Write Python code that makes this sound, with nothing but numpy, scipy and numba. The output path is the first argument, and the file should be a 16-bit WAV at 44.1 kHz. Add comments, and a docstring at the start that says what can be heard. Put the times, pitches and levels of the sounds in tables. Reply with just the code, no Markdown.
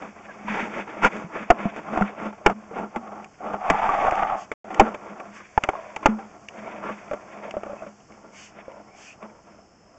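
"""Camera head dragged through a drain pipe

A camera head on a push cable is dragged back through a drain pipe and out into the open. Stick-slip
on grit excites the resonances of the head, the pipe wall and the air column. Knocks overload a cheap
microphone's input, the sound drops out once for a tenth of a second, and a faint hiss ends the scene."""
import sys
import numpy as np
from scipy import signal
from scipy.fft import rfft, irfft, next_fast_len
from scipy.io import wavfile
from scipy.ndimage import uniform_filter1d
from numba import njit

SR = 44100
rng = np.random.default_rng(int(sys.argv[2]) if len(sys.argv) > 2 else 0)


def transcribe(u):
    """Save the signal u as a 16-bit wav file named by the first command-line argument.

    u: samples, shape (n,) or (channels, n), limited to [-1, 1]; the rate is SR.
    q: integer samples, one column per channel.
    """
    v = np.clip(np.atleast_2d(u).T, -1, 1)
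    q = np.round(v * 32767).astype(np.int16)
    wavfile.write(sys.argv[1], SR, q)


N = 440118

# Thin high whine. Each row: time in seconds, level in dB.
WHINE_LEVELS = [(0, -80), (4.5, -84.5), (5.3, -74), (7.8, -76), (8.1, -65.5), (8.5, -68), (8.9, -64),
                (9.25, -68), (9.6, -62.5), (9.98, -63.5)]
# Treble hiss, lower out in the open. Each row: time in seconds, level in dB.
HISS_LEVELS = [(0, -62), (3.3, -62.5), (5.5, -60), (7.8, -61.5), (8.1, -63.5), (9.98, -65)]
# Soft brushing. Each row: middle and half length in seconds, level in dB.
BRUSH_SWISHES = [(4.412, .04, -49), (5.37, 0.034, -52.5), (8.417, 0.077, -47), (9.048, 0.087, -49)]
# Rubbing squeaks. Each row: start and length in seconds, first pitch, last pitch and width in Hz,
# level in dB.
RUB_SQUEAKS = [(0.273, 0.051, 1690, 1570, 90, -44), (3.282, 0.11, 5200, 5150, 150, -66),
               (6.62, 0.11, 2310, 2210, 150, -50.5), (7.772, 0.055, 2570, 2610, 150, -52),
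               (8.316, 0.11, 2180, 2350, 200, -53), (8.853, 0.17, 2170, 2390, 180, -60),
               (9.052, 0.093, 2410, 2600, 300, -46.5)]
# Bumps that set the air column humming. Each row: start in seconds, level in dB, pitch in Hz,
# 60 dB decay time in seconds.
AIR_BUMPS = [(0.447, -30, 210, 0.65), (0.499, -26.5, 212, 0.48), (0.627, -24, 225, 0.11),
             (0.762, -32, 217, 0.2), (1.053, -32, 205, 0.13), (1.244, -26, 174, 0.1),
             (1.499, -26.5, 229, 0.29), (1.655, -9.5, 207, 0.074), (2.013, -11.5, 198.3, 0.15),
             (2.463, -25, 170, 0.11), (2.529, -35.5, 219, 0.5), (2.965, -26, 232, 0.19),
             (3.703, -19.5, 176, 0.1), (4.795, -16.5, 220.5, 0.19), (4.817, -17.5, 222, 0.23),
             (6.086, -14.5, 216.5, 0.31), (7.564, -34, 201, 0.22), (7.872, -37.5, 207, 0.2),
             (9.232, -37, 213, 0.29)]
# Ticks of the cable. Each row: start in seconds, level in dB, centre in Hz, snap over click in dB.
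CABLE_TICKS = [(2.4992, -31.5, 2080, -32), (3.2442, -34, 2180, -14), (4.1104, -27.5, 2160, -15),
               (4.1542, -29, 2180, -18), (4.7446, -26.5, 2040, -3), (4.9434, -43, 2600, -28),
               (5.1987, -39, 2030, -30), (5.6369, -20.5, 2570, -24), (5.9618, -25.5, 2210, -21),
               (6.4855, -27, 2470, -21), (7.5092, -28, 2270, -29), (8.0032, -52, 2930, -7),
               (8.1219, -42, 2160, -20), (8.7176, -45.5, 2200, -18)]
# Resonances of the camera head and of the grit. Each row: centre in Hz, width in Hz, gain in dB.
HEAD_MODES = [(314, 40, -0.5), (437, 276, -1.5), (646, 84, -1), (876, 140, -3.5), (1135, 200, -5.5),
              (1365, 81, -2.5)]
GRIT_MODES = [(1620, 400, -2), (2004, 210, -4), (2242, 185, -1), (2507, 250, -5), (3476, 460, -7.5)]
# Blows on the wall. Each row: start in seconds, ring level in dB, pitch in Hz,
# 60 dB decay time in seconds, crack over ring in dB.
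WALL_KNOCKS = [(0.021, -29.5, 766, .07, -10), (0.482, -20.5, 985, 0.033, -17),
               (0.968, -30, 634, 0.059, -14.5), (1.048, -7, 1403, 0.043, -11), (1.164, -32, 538, .046, -1),
               (1.503, 5, 707, .04, -16), (1.654, -23, 679, .09, -32), (1.762, -28.5, 432, 0.058, -4.5),
               (1.974, -12, 720, 0.043, -19), (2.01, -13.5, 736, 0.036, -17),
               (2.022, -13.5, 1390, 0.029, -15), (2.327, -36.5, 876, 0.076, -12),
               (2.413, -36.5, 613, 0.048, -30.5), (2.462, -1.5, 839, 0.042, -5),
               (2.498, -14, 720, 0.026, -17), (2.711, -31.5, 460, .08, -26), (2.785, -28, 850, 0.14, -14),
               (2.96, -21, 825, .058, -9), (3.406, -31, 717, 0.11, -27), (3.7, -10.5, 670, 0.046, 1),
               (3.745, -15, 850, 0.042, -26.5), (3.891, -12, 1154, 0.071, -27),
               (4.013, -19.5, 1140, 0.088, -30), (4.049, -17.5, 671, 0.1, -21.5),
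               (4.123, -12, 726, 0.049, -23.5), (4.516, -24.5, 457, 0.043, -0.5),
               (4.704, -28.5, 760, 0.15, -12), (4.797, 6.5, 796, .042, -9.5), (4.81, -16, 653, 0.05, -13.5),
               (4.945, -26, 593, 0.055, -4.5), (5.201, -33, 1140, 0.051, -5),
               (5.577, -1, 847, 0.021, -19.5), (5.637, -17.5, 578, 0.042, 0),
               (5.688, -12.5, 775, .04, -8.5), (5.734, -26, 850, .037, -30),
               (5.753, -24.5, 1087, 0.043, -36), (5.964, -25, 877, 0.035, -0.5),
               (6.029, -27, 1065, .04, -10), (6.058, 0, 858, 0.039, -6), (6.187, -33, 786, 0.13, -11),
               (7.112, -18.5, 594, 0.063, -20), (7.133, -19.5, 586, 0.053, -12.5),
               (7.54, -24, 643, 0.05, -30), (7.568, -15.5, 589, 0.042, -35),
               (7.634, -23.5, 650, 0.028, -9.5), (7.666, -26.5, 570, 0.04, -29),
               (7.696, -26.5, 577, 0.091, -29), (7.732, -25.5, 570, 0.042, -30),
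               (7.821, -29.5, 643, .09, -21), (7.865, -33, 574, 0.089, -16.5),
               (8.587, -33.5, 667, 0.028, -22), (8.681, -28, 540, .04, -34), (8.8, -35, 690, 0.061, -28),
               (9.227, -37.5, 1140, .05, -5.5)]
# Constant light rubbing. Each row: time in seconds, chatter level in dB, grit over chatter in dB.
LIGHT_RUBBING = [(0, -48, -10.5), (.4, -42, -6.5), (0.998, -48.5, -12), (1.702, -42.5, -6.5),
                 (2.301, -49, -8), (2.651, -48.5, -11), (3.302, -56.5, -6.5), (4.5, -47, -17.5),
                 (4.7, -44, -13), (5.301, -46, -9), (5.55, -62.5, 7.5), (5.899, -53.5, -1),
                 (6.4, -52.5, -10), (7.201, -43.5, -9.5), (7.799, -44, -11), (7.95, -59, -11),
                 (8.7, -50, -10.5), (9.98, -63.5, -21)]
# Short tugs on the cable. Each row: middle and half length in seconds, chatter level in dB,
# grit over chatter in dB, wall resonance in Hz, wall ring over head ring in dB.
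CABLE_TUGS = [(0.034, 0.058, -41, -4.5, 748, -11), (0.258, 0.017, -51, 6, 621, 14),
              (0.585, 0.11, -30, -3.5, 886, -1.5), (0.769, 0.066, -32.5, -5, 588, -9),
              (0.96, 0.11, -39, -7.5, 835, -5), (1.053, 0.026, -18, -3.5, 936, 3.5),
              (1.164, 0.069, -32, -7.5, 600, -17), (1.383, 0.061, -31.5, -10, 1248, -5.5),
              (1.627, 0.071, -32.5, -11, 696, 0), (1.784, 0.021, -34, -7, 558, -24),
              (1.876, 0.043, -43, -19, 786, 7), (1.988, 0.12, -31, -11.5, 717, -0.5),
              (2.24, 0.058, -30.5, -11, 550, -10), (2.489, 0.033, -26, -17, 827, -2),
              (2.793, 0.066, -30.5, -17.5, 765, -5.5), (2.967, 0.02, -34.5, -29, 817, -2),
              (3.117, 0.141, -37.5, -17, 755, 3.5), (3.5, 0.079, -28.5, -20, 753, 1),
              (4.818, 0.11, -29, -12, 772, -8), (5.078, 0.064, -39.5, -11.5, 549, -12),
              (5.207, 0.045, -38.5, -36, 710, 5), (5.38, 0.051, -46, 1, 1272, 2.5),
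              (5.772, 0.2, -40.5, -11, 654, 12.5), (6.066, 0.048, -40, -3.5, 938, -17),
              (6.118, 0.13, -41, -17, 860, -5), (6.671, 0.15, -39.5, -8, 649, -1.5),
              (6.876, 0.051, -33.5, -10.5, 1170, -10), (7.009, 0.17, -51.5, -4, 602, -17),
              (7.369, 0.067, -51.5, 0.5, 645, -8), (7.459, 0.051, -38.5, -10.5, 559, 7.5),
              (7.845, 0.056, -46.5, -9, 620, -1), (8.144, 0.068, -53, -12, 803, -9),
              (8.274, 0.074, -48.5, -18, 550, -4), (8.583, 0.047, -49, -7, 680, -23),
              (8.75, 0.07, -47, -32, 552, 5), (9.238, 0.028, -41.5, -12, 616, -4),
              (9.314, 0.08, -48.5, -16, 577, 0), (9.524, 0.077, -52.5, -9.5, 614, 0),
              (9.944, 0.067, -53, -16.5, 636, 5.5)]
# The one long pull. Each row: time in seconds, chatter level in dB, grit over chatter in dB,
# wall resonance in Hz.
LONG_PULL = [(3.585, -38, -16, 788), (3.681, -22.5, -16, 741), (3.729, -22.5, -14.5, 818),
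             (3.881, -24.5, -10.5, 813), (4.025, -20.5, -14.5, 727), (4.139, -23.5, -15, 774),
             (4.201, -23.5, -13, 801), (4.347, -26, -20, 758), (4.5, -59.5, -5, 737)]
# Overall tone colour with a deep notch at 4 kHz and a dull top. Each row: frequency in Hz,
# gain in dB (capped at 0 when applied).
TONE_COLOUR = [(20, 34), (3000, 5.5), (3600, -13), (3900, -19.5), (4000, -64), (4100, -22), (4400, -9.5),
               (6500, 6), (7700, -2.5), (8300, -17.5), (9000, -69.5)]

WHINE_HZ, WHINE_WIDTH_HZ, FLOOR_DB = 5250, 330, -57.5
TICK_T60_S, TICK_WIDTH_HZ, TICK_SNAP_S = 0.023, 640, .0015
BUMP_RISE_S, KNOCK_RISE_S = 0.0015, 0.00014
PING_RANGE_HZ, RATTLE_DB_PER_CRACK_DB, SNAP_OVER_CRACK_DB = (1736, 2428), 0.36, -17.5
RUB_WALL_HZ, RUB_WALL_DB, PULL_WALL_DB = 704, 0, 16  # pressed hard, the wall rings well above the head
HISS_FLICKER_DB, HISS_OVER_GRIT_DB, HISS_OVER_SWISH_DB = 1, -18, -1
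AIR_HZ, AIR_WIDTH_HZ, AIR_FLICKER_DB = 207, 11.4, 1.5
AIR_OVER_HEAD_DB, RUMBLE_OVER_HEAD_DB = -4, -34.5
DROPOUT_S, TOP_HZ = (4.538, 4.644), 8650
LN_1000 = np.log(1000)  # 60 dB of decay


def undb(db):
    """Amplitude ratio of a level; undb(2 * db) is the power ratio."""
    return 10 ** (np.asarray(db) / 20)


def unit(x):
    """Normalisation to an RMS of 1."""
    return x / np.sqrt(np.mean(x ** 2))


@njit
def resonator(x, hz, width):
    """Second-order resonance in state-variable form, with gain 1 at its centre."""
    y, band_state, low_state = np.empty(len(x)), 0., 0.
    for i in range(len(x)):
        g, damping = np.tan(np.pi * hz[i] / SR), width / hz[i]
        v = (band_state + g * (x[i] - low_state)) / (1 + g * (g + damping))
        band_state, low_state = 2 * v - band_state, low_state + 2 * g * v
        y[i] = damping * v
    return y


def band(x, hz, width):
    """Band-pass about a steady or moving centre; width is in Hz."""
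    return resonator(x, hz * np.ones(len(x)), 1. * width)


def steep_band(x, hz, width):
    """Two band-passes in cascade give steeper skirts; the result has an RMS of 1."""
    return unit(band(band(x, hz, width), hz, width))


def body(x, modes):
    """Modal superposition at an RMS of 1: the same jolts push each mode in its own direction."""
    push = rng.choice([-1., 1.], len(x))
    return unit(sum(undb(db) * band(band(x * np.roll(push, k), hz, width), hz, 3 * width)
                    for k, (hz, width, db) in enumerate(modes)))


def wander(rate):
    """Linear ramps between random values, rate times a second, with a spread near 1."""
    hold = int(SR / rate)
    return 1.24 * uniform_filter1d(np.repeat(rng.standard_normal(N // hold + 1), hold), hold)[:N]


def swell(t, middle, half):
    """Power envelope shaped as a bell with a slightly flattened top."""
    return np.exp(-2 * np.abs((t - middle) / half) ** 2.9)


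def input_noise():
    """The noise floor of the input, weighted towards the bass."""
    return undb(FLOOR_DB) * unit(band(rng.standard_normal(N), hz=130, width=270))


def whine():
    """Narrow-band noise is heard as a faint pitch, which wavers with the band's centre."""
    level_db = np.interp(np.arange(N) / SR, *np.transpose(WHINE_LEVELS))
    hz = WHINE_HZ * (1 + .008 * wander(7))
    return undb(level_db) * steep_band(rng.standard_normal(N), hz, WHINE_WIDTH_HZ)


def squeaks():
    """Rapid stick-slip: a smooth surface catches and lets go in a brief breathy glide."""
    out = np.zeros(N)
    for start, length, first_hz, last_hz, width, db in RUB_SQUEAKS:
        i, size = int(start * SR), int(length * SR)
        glide = steep_band(rng.standard_normal(size), np.linspace(first_hz, last_hz, size), width)
        out[i:i + size] += undb(db) * np.sqrt(np.hanning(size)) * glide
    return out


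def bumps():
    """Free vibration of the air column: each bump leaves a hollow, exponentially damped note."""
    out, t = np.zeros(N + SR), np.arange(SR // 2) / SR
    for start, db, hz, t60 in AIR_BUMPS:
        note = np.sin(2 * np.pi * hz * t) * np.exp(-LN_1000 * t / t60)
        i = int(start * SR)
        out[i:i + len(t)] += undb(db) * note * (1 - np.exp(-t / BUMP_RISE_S))
    return out[:N]


def ticks():
    """A short transient has a wide spectrum: the cable's clicks are only loosely pitched."""
    out, t = np.zeros(N + SR), np.arange(SR // 20) / SR
    for start, db, hz, snap_db in CABLE_TICKS:
        noise = rng.standard_normal((2, len(t)))
        click = unit(band(noise[0], hz, TICK_WIDTH_HZ)) * np.exp(-LN_1000 * t / TICK_T60_S)
        snap = undb(snap_db) * unit(band(noise[1], hz=6000, width=5000)) * np.exp(-t / TICK_SNAP_S)
        i = int(start * SR)
        out[i:i + len(t)] += undb(db) * (click + snap)
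    return out[:N]


def knocks():
    """Impact excitation: each blow rings the wall, rattles the head and cracks with a high ping."""
    out, t = np.zeros(N + SR), np.arange(SR // 6) / SR
    for start, db, hz, t60, crack_db in WALL_KNOCKS:
        noise = rng.standard_normal((3, len(t)))
        # the ring holds briefly, like an overloaded knock, then dies away quickly
        ring = np.sin(2 * np.pi * hz * t) * np.exp(-LN_1000 * (t / t60) ** 1.15)
        rattle = body(noise[0], HEAD_MODES) * np.exp(-LN_1000 * t / (1.3 * t60))
        ping = 0.55 * np.sin(2 * np.pi * rng.uniform(*PING_RANGE_HZ) * t)
        crack = (body(noise[1], GRIT_MODES) + ping) * np.exp(-LN_1000 * t / (0.79 * t60))
        snap = unit(band(noise[2], hz=5900, width=9000)) * np.exp(-LN_1000 * (t / (0.5 * t60)) ** 2)
        blow = ring + undb(RATTLE_DB_PER_CRACK_DB * crack_db) * rattle
        blow += undb(crack_db) * (crack + undb(SNAP_OVER_CRACK_DB) * snap)
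        i = int(start * SR)
        out[i:i + len(t)] += undb(db) * (1 - np.exp(-t / KNOCK_RISE_S)) * blow
    return out[:N]


def drag_controls():
    """Incoherent sources add in power; the wall's pitch and ring are power-weighted means."""
    t = np.arange(0, N, 64) / SR
    # each movement: chatter power, grit in dB, wall resonance in Hz, wall ring in dB
    times, db, grit_db = np.transpose(LIGHT_RUBBING)
    moves = [(undb(2 * np.interp(t, times, db)), np.interp(t, times, grit_db), RUB_WALL_HZ, RUB_WALL_DB)]
    for middle, half, db, grit_db, hz, ring_db in CABLE_TUGS:
        moves.append((undb(2 * db) * swell(t, middle, half), grit_db, hz, ring_db))
    times, db, grit_db, hz = np.transpose(LONG_PULL)
    pull = undb(2 * np.interp(t, times, db)) * (t > times[0]) * (t < times[-1])
    moves.append((pull, np.interp(t, times, grit_db), np.interp(t, times, hz), PULL_WALL_DB))

    chatter = sum(power for power, _, _, _ in moves)
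    grit = sum(power * undb(2 * db) for power, db, _, _ in moves)
    wall_hz = sum(power * hz for power, _, hz, _ in moves) / chatter
    wall_db = sum(power * db for power, _, _, db in moves) / chatter
    swish = sum(undb(2 * db) * swell(t, middle, half) for middle, half, db in BRUSH_SWISHES)
    hiss_db = np.interp(t, *np.transpose(HISS_LEVELS)) + HISS_FLICKER_DB * wander(6)[::64]
    hiss = undb(2 * hiss_db) + undb(2 * HISS_OVER_GRIT_DB) * grit + undb(2 * HISS_OVER_SWISH_DB) * swish
    curves = (chatter ** .5, grit ** .5, swish ** .5, hiss ** .5, wall_hz, wall_db)
    return [np.interp(np.arange(N) / SR, t, curve) for curve in curves]


def slips(rate, spread_db, judder_db):
    """Stick-slip friction: a random train of uneven impulses, swelling and fading with the judder of the cable."""
    occurs = rng.random(N) < rate / SR
    strength = undb(spread_db * np.minimum(rng.exponential(size=N), 4))
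    return occurs * strength * rng.choice([-1., 1.], N) * undb(judder_db * wander(45))


def drag():
    """Forced vibration: slips drive the head, wall and air column; finer grit crackles and hisses."""
    chatter_gain, grit_gain, swish_gain, hiss_gain, wall_hz, wall_db = drag_controls()
    slip = slips(rate=2500, spread_db=3.0, judder_db=2.0)
    upper_hz = 1.444 * wall_hz  # second mode of the wall
    lower_mode = band(band(slip, wall_hz, 260), wall_hz, 260)
    upper_mode = band(band(slip, upper_hz, 220), upper_hz, 220)
    chatter = body(slip, HEAD_MODES) + undb(wall_db) * unit(lower_mode + .55 * upper_mode)
    rumble = undb(RUMBLE_OVER_HEAD_DB) * unit(band(slip, hz=130, width=370))
    head_gain = chatter_gain / np.sqrt(1 + undb(2 * wall_db))  # the head's share, which drives the air
    air = unit(band(head_gain * undb(AIR_FLICKER_DB * wander(8)) * slip, AIR_HZ, AIR_WIDTH_HZ))
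    air_gain = undb(AIR_OVER_HEAD_DB) * np.sqrt(np.mean(head_gain ** 2))
    fine_slip = slips(rate=5500, spread_db=-1.5, judder_db=4.0)
    grit = body(fine_slip + 0.63 * slip, GRIT_MODES)
    hiss = steep_band(unit(fine_slip) + 5.8 * rng.standard_normal(N), hz=5300, width=4400)
    swish = steep_band(rng.standard_normal(N), hz=2550, width=3900)
    treble = grit_gain * grit + swish_gain * swish + hiss_gain * hiss
    return head_gain * (chatter + rumble) + air_gain * air + treble


def scene():
    """Linear superposition of all sources in one channel."""
    return (drag() + knocks() + ticks() + bumps() + squeaks() + whine() + input_noise())[None]


def record(dry):
    """Asymmetric saturation, then a tone colour notched at 4 kHz, one dropout and a low-pass."""
    x = dry[0]
    x = x + 1.08 * x ** 2 / (1 + np.abs(x))  # the preamp stretches positive swings, squeezes negative
    # the input flattens both sides, the negative one earlier; the imbalance adds a low thump
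    ceiling = np.where(x > 0, .84, .62)
    x = x / (1 + np.abs(x / ceiling) ** 6) ** (1 / 6)
    size = next_fast_len(N + SR)
    bin_hz = np.arange(size // 2 + 1) * SR / size
    hz, db = np.transpose(TONE_COLOUR)
    colour_db = np.interp(np.log(bin_hz + 1), np.log(hz), np.minimum(db, 0))
    x = irfft(rfft(x, size) * undb(colour_db), size)[:N]
    t = np.arange(N) / SR
    x = x * ((t < DROPOUT_S[0]) | (t > DROPOUT_S[1]))
    return signal.sosfilt(signal.ellip(10, .2, 80, TOP_HZ, fs=SR, output="sos"), x)[None]


dry = scene()
out = record(dry)
transcribe(out)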